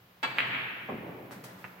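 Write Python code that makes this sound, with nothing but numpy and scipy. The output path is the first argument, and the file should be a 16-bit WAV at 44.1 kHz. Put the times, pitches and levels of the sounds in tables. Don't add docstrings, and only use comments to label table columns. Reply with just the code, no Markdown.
import sys
import numpy as np
from scipy import signal
from scipy.fft import rfft, irfft
from scipy.io import wavfile

SR = 44100
rng = np.random.default_rng(int(sys.argv[2]) if len(sys.argv) > 2 else 0)


def digitize_waveform(pressure):
    field = np.atleast_2d(pressure).T
    bounded = np.clip(field, -1, 1)
    quanta = np.round(bounded * 32767).astype(np.int16)
    wavfile.write(sys.argv[1], SR, quanta)


N = 79380
CUE_S, CLICK_S, JAW_S = 0.229, 0.3851, 0.888

# f/Hz, level/dB
CLICK_EQ = [(60, -35), (200, -17.5), (520, -17), (1000, -12), (1600, -2.5), (2400, 1), (3300, -7.5),
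            (4300, -21.5), (5600, -44), (7600, -42.5), (9500, -43), (13000, -35), (16000, -33)]
# delay t/s, left level/dB, right level/dB
CLICK_SLAPS = [(.0045, -11, -4.5), (.0074, -9, -27), (.0081, -6, -13), (0.0195, -5, -3.5),
               (0.047, -24, -14), (.124, -18, -15)]

def click():
    colour = curve(CLICK_EQ)
    top_loss_db = 20 * np.log10(1 + (freqs() / 12000) ** 4)
    direct = blow(CLICK_S, -8, colour, pan_db=-3, abruptness=0.47)
    dulled = blow(CLICK_S, -8, colour - top_loss_db, abruptness=0.47)
    slaps = sum(delay(dulled, lag) * amp([[left], [right]]) for lag, left, right in CLICK_SLAPS)
    return direct + slaps + scatter(direct.mean(0), db=-5, length_s=0.041) + hall(dulled)


# f/Hz, level/dB, T60/s
SHAFT_MODES = [(268.6, -16, 0.087), (711, -11.5, 0.098), (903.6, -1, 0.072), (1102.6, -5, 0.15),
               (1362, -3.5, .12), (1651, -1, 0.05), (1836, -4.5, 0.033), (2305, 0.5, .05), (2640, -2, .06),
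               (2995, -10, 0.053), (3380, -8, 0.12), (4050, -12, 0.09), (4570, -15, .2), (7940, -27, .14)]
# f/Hz, level/dB
KNOCK_EQ = [(60, -23), (250, -8), (480, -9), (900, -2.5), (2400, -2), (3800, -10.5), (4600, -12),
            (5400, -28), (8300, -26.5), (9800, -52), (16000, -43)]
# f/Hz, level/dB
CHALK_EQ = [(1000, -5), (4000, 5), (6000, -2), (8300, -2), (9800, -29), (12500, -0.5), (14500, -14),
            (16000, -24)]

def cue():
    t, attack_s = since(CUE_S), 0.003
    ring = amp(-32) * ringing(CUE_S, SHAFT_MODES, attack_s, hold_s=0.023)
    rasp_envelope = (1 - np.exp(-t / attack_s)) * np.exp(-t / 0.009)
    rasp = amp(-37.5) * noise(curve(CHALK_EQ)) * rasp_envelope
    knock = blow(CUE_S, -23, curve(KNOCK_EQ))
    near = ring + rasp + knock + scatter(knock, db=13, length_s=0.041)
    return near + hall(amp(-9) * (ring + rasp) + amp(10.5) * knock)


# f/Hz, level/dB
JAW_EQ = [(60, -26), (230, -0.5), (600, 1.5), (1150, -3), (1400, -12), (2500, -21), (3600, -38),
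          (8000, -52)]
# t/s, peak level/dB, treble corner f/Hz
TUMBLE_HITS = [(.911, -30.5, 480), (.922, -28.5, 400), (.930, -33.5, 397), (0.9433, -28, 388),
               (.957, -35.5, 238), (.984, -35.5, 220), (1.037, -37, 484), (1.064, -36, 600),
               (1.082, -33.5, 540), (1.092, -31, 415), (1.206, -42, 405)]
# f/Hz, level/dB, T60/s
RAIL_RING = [(246, -7, 0.13), (383.4, -1, .14), (613, 1, 0.066), (756, -0.5, .08), (925, -0.5, .08),
             (1101, 0.5, 0.1)]

def pocket():
    jaw = blow(JAW_S, -32, curve(JAW_EQ))
    low_cut_db = 10 * np.log10(1 + (113 / np.maximum(freqs(), 20)) ** 6)
    thumps, db_per_octave = 0, -15
    for start, db, corner_hz in TUMBLE_HITS:
        octaves_above = np.log2(np.hypot(1, (freqs() / corner_hz) ** 2)) / 2
        thumps = thumps + blow(start, db, db_per_octave * octaves_above - low_cut_db)
    spray = scatter(jaw, db=11, length_s=0.025) + scatter(thumps, db=-3, length_s=0.0247)
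    rail = amp(-38.5) * ringing(JAW_S, RAIL_RING, attack_s=0.005, hold_s=0.015)
    return jaw + thumps + spray + rail + hall(amp(6.5) * jaw + amp(-7) * thumps)


# f/Hz, level/dB
SLATE_EQ = [(30, -8), (70, -11.5), (100, -7), (125, -5.5), (155, -7), (200, -3.5), (400, -9), (800, -15.5),
            (1600, -41), (5000, -47)]
# t/s, level/dB
ROLL_FADER = [(.23, -66), (.28, -47.5), (.37, -54.5), (.44, -47.5), (.6, -50), (.75, -56), (.88, -52),
              (1.0, -53), (1.25, -54), (1.5, -57.5), (1.8, -65.5)]

def rolling():
    times, db = np.array(ROLL_FADER).T
    rumble = noise(curve(SLATE_EQ))
    boom = tone(hz=124.9, waver_db=3)
    return (rumble + boom) * amp(np.interp(since(0), times, db)) * (since(CUE_S) > 0)


# t/s, peak level/dB, pan as left minus right/dB
CLACK_HITS = [(1.6428, -28, -12), (1.645, -34.5, 7), (1.6469, -36, -17.5), (1.6509, -33, 16.5)]
# f/Hz, level/dB
CLACK_EQ = [(60, -20), (120, 6), (250, -19), (550, -8), (800, -2.5), (1700, -0.5), (2700, -4), (3400, -25),
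            (6000, -43), (12000, -48)]

def clacks():
    hits = sum(blow(start, db, curve(CLACK_EQ), pan, abruptness=0.65) for start, db, pan in CLACK_HITS)
    return hits + scatter(hits, db=-7.5, length_s=0.028) + amp(-8) * hall(hits)


# t/s, peak level/dB
TAP_HITS = [(1.310, -33), (1.329, -38), (1.442, -38.5)]
# f/Hz, level/dB
TAP_EQ = [(100, -22.5), (500, -6), (950, 1), (1900, -4), (2800, -15), (8000, -32)]

def taps():
    hits = sum(blow(start, db, curve(TAP_EQ)) for start, db in TAP_HITS)
    return hits + amp(-1) * hall(hits)


SCUFF_BANDS = [200, 700, 1700, 3000, 8300, 10000, 13500]
# t/s, level/dB, rise/s, decay/s, then level/dB at each EQ point
SCUFF_STROKES = [(1.308, -47.5, 0.0097, .022, -12, -4, 2.5, -7.5, -12.5, -13, -17),
                 (1.437, -45, 0.0038, 0.023, -4, 4, -1.5, -2.5, -8, -6, -10)]

def scuffs():
    strokes = 0
    for start, db, rise, decay, *colour in SCUFF_STROKES:
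        t = since(start)
        envelope = np.minimum(t / rise, 1) * np.exp(-np.maximum(t - 2 * rise, 0) / decay)
        strokes = strokes + amp(db) * noise(curve(list(zip(SCUFF_BANDS, colour)))) * envelope
    return strokes + amp(-5.5) * hall(strokes)


def scatter(x, db, length_s):
    t = since(0)
    window = np.exp(-(t / length_s) ** 4) * (1 - np.exp(-t / 0.0013))
    spray = noise() * window
    for _ in range(3):
        spectrum = rfft(spray)
        spray = irfft(spectrum / (np.abs(spectrum) + 1e-12), N) * np.sqrt(window)
    return convolve(x, level(spray, db) / np.sqrt(N))


# f/Hz, T60/s
HALL_DECAY = [(120, 1.88), (500, 1.97), (1400, 1.79), (2500, 1.69), (4000, 1.24), (7000, 0.99),
              (13000, 0.72)]

def hall(x):
    t, t60 = since(0), curve(HALL_DECAY)
    near, far, response = rfft(noise()), rfft(noise()), 0
    swell = np.clip((t - 0.11) / 0.041, 0, 1)
    centres = np.geomspace(60, 16000, 14)
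    for hz, pick in zip(centres, np.eye(len(centres))):
        band = np.interp(np.log(freqs()), np.log(centres), pick)
        fall = np.log(1000) * t / np.interp(hz, freqs(), t60)
        response = response + amp(-31) * irfft(near * band, N) * np.exp(-fall / 0.61)
        response = response + amp(-29) * irfft(far * band, N) * np.exp(-fall) * swell
    return convolve(x, response)


# f/Hz, level/dB
VENT_EQ = [(20, 2), (60, 1.5), (110, -1), (160, -1), (230, -4.5), (570, -5.5), (1500, -7), (3000, -12),
           (5000, -20), (8000, -27.5), (16000, -24)]
# f/Hz, opening level/dB, closing level/dB
HUM_TONES = [(120.2, -66.5, -70), (182, -68.5, -55)]
# f/Hz, level/dB
HISS_EQ = [(4000, -1), (9000, -20.5), (12000, 1.5), (15500, 2.5)]

def room_tone():
    hum = sum(tone(hz, waver_db=4.5) * amp(np.linspace(first, last, N)) for hz, first, last in HUM_TONES)
    hiss_db = np.where(since(CUE_S) > 0, -62.5, -68.5)
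    hiss = amp(hiss_db) * noise(curve(HISS_EQ), alike_hz=26000)
    ventilation = amp(-60) * noise(curve(VENT_EQ))
    return ventilation + hum + hiss


def blow(start, peak_db, spectrum_db, pan_db=0, abruptness=1):
    log_gain = rfft(2 * irfft(np.log(amp(spectrum_db)), N)[:N // 2], N)
    pulse = irfft(np.exp(log_gain.real + 1j * abruptness * log_gain.imag), N)
    gains = amp(peak_db + np.array([[pan_db], [-pan_db]]) / 2)
    return np.roll(pulse / np.abs(pulse).max(), int(start * SR)) * gains


def ringing(start, modes, attack_s, hold_s):
    t, ring = since(start), 0
    for hz, db, t60 in modes:
        stereo_phase = np.array([[1], [-1]]) * rng.choice([-1, 1]) * np.pi / 4 * min((hz / 940) ** 2, 1)
        decay = np.exp(-np.log(1000) * np.maximum(t - hold_s, 0) / t60)
        ring = ring + amp(db) * np.sin(2 * np.pi * (hz * t + rng.random()) + stereo_phase) * decay
    return ring * (1 - np.exp(-t / attack_s))


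def tone(hz, waver_db):
    phase = 2 * np.pi * hz * since(0) + 0.44 * drift(rate_hz=23)
    return np.sin(phase) * amp(waver_db * drift(rate_hz=21))


def drift(rate_hz):
    spectrum = np.exp(2j * np.pi * rng.random(N // 2 + 1) - (freqs() / rate_hz) ** 2)
    return level(irfft(spectrum, N), 0)


def noise(spectrum_db=0, alike_hz=736):
    alike = np.exp(-(freqs() / alike_hz) ** 2)
    mid, side = np.exp(2j * np.pi * rng.random((2, N // 2 + 1))) * np.sqrt([1 + alike, 1 - alike])
    return level(irfft(np.array([mid + side, mid - side]) * amp(spectrum_db), N), 0)


def convolve(x, response):
    return signal.fftconvolve(np.atleast_2d(x), np.atleast_2d(response), axes=-1)[:, :N]


def delay(x, seconds):
    return np.roll(x, int(seconds * SR), axis=-1) * (np.arange(N) >= int(seconds * SR))


def curve(points):
    hz, value = np.array(points, float).T
    return np.interp(np.log(freqs()), np.log(hz), value)


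def freqs():
    return np.maximum(np.arange(N // 2 + 1) * SR / N, 1)


def since(start):
    return np.maximum(np.arange(N) / SR - start, 0)


def level(x, db):
    return x * amp(db) / np.sqrt(np.mean(x ** 2))


def amp(db):
    return 10 ** (np.asarray(db) / 20)


def scene():
    return cue() + click() + pocket() + rolling() + taps() + scuffs() + clacks() + room_tone()


def record(dry):
    low_cut = signal.butter(2, 114, "high", fs=SR, output="sos")
    high_cut = signal.ellip(10, 0.1, 70, 15900, fs=SR, output="sos")
    return signal.sosfilt(high_cut, signal.sosfilt(low_cut, dry))


dry = scene()
out = record(dry)
digitize_waveform(out)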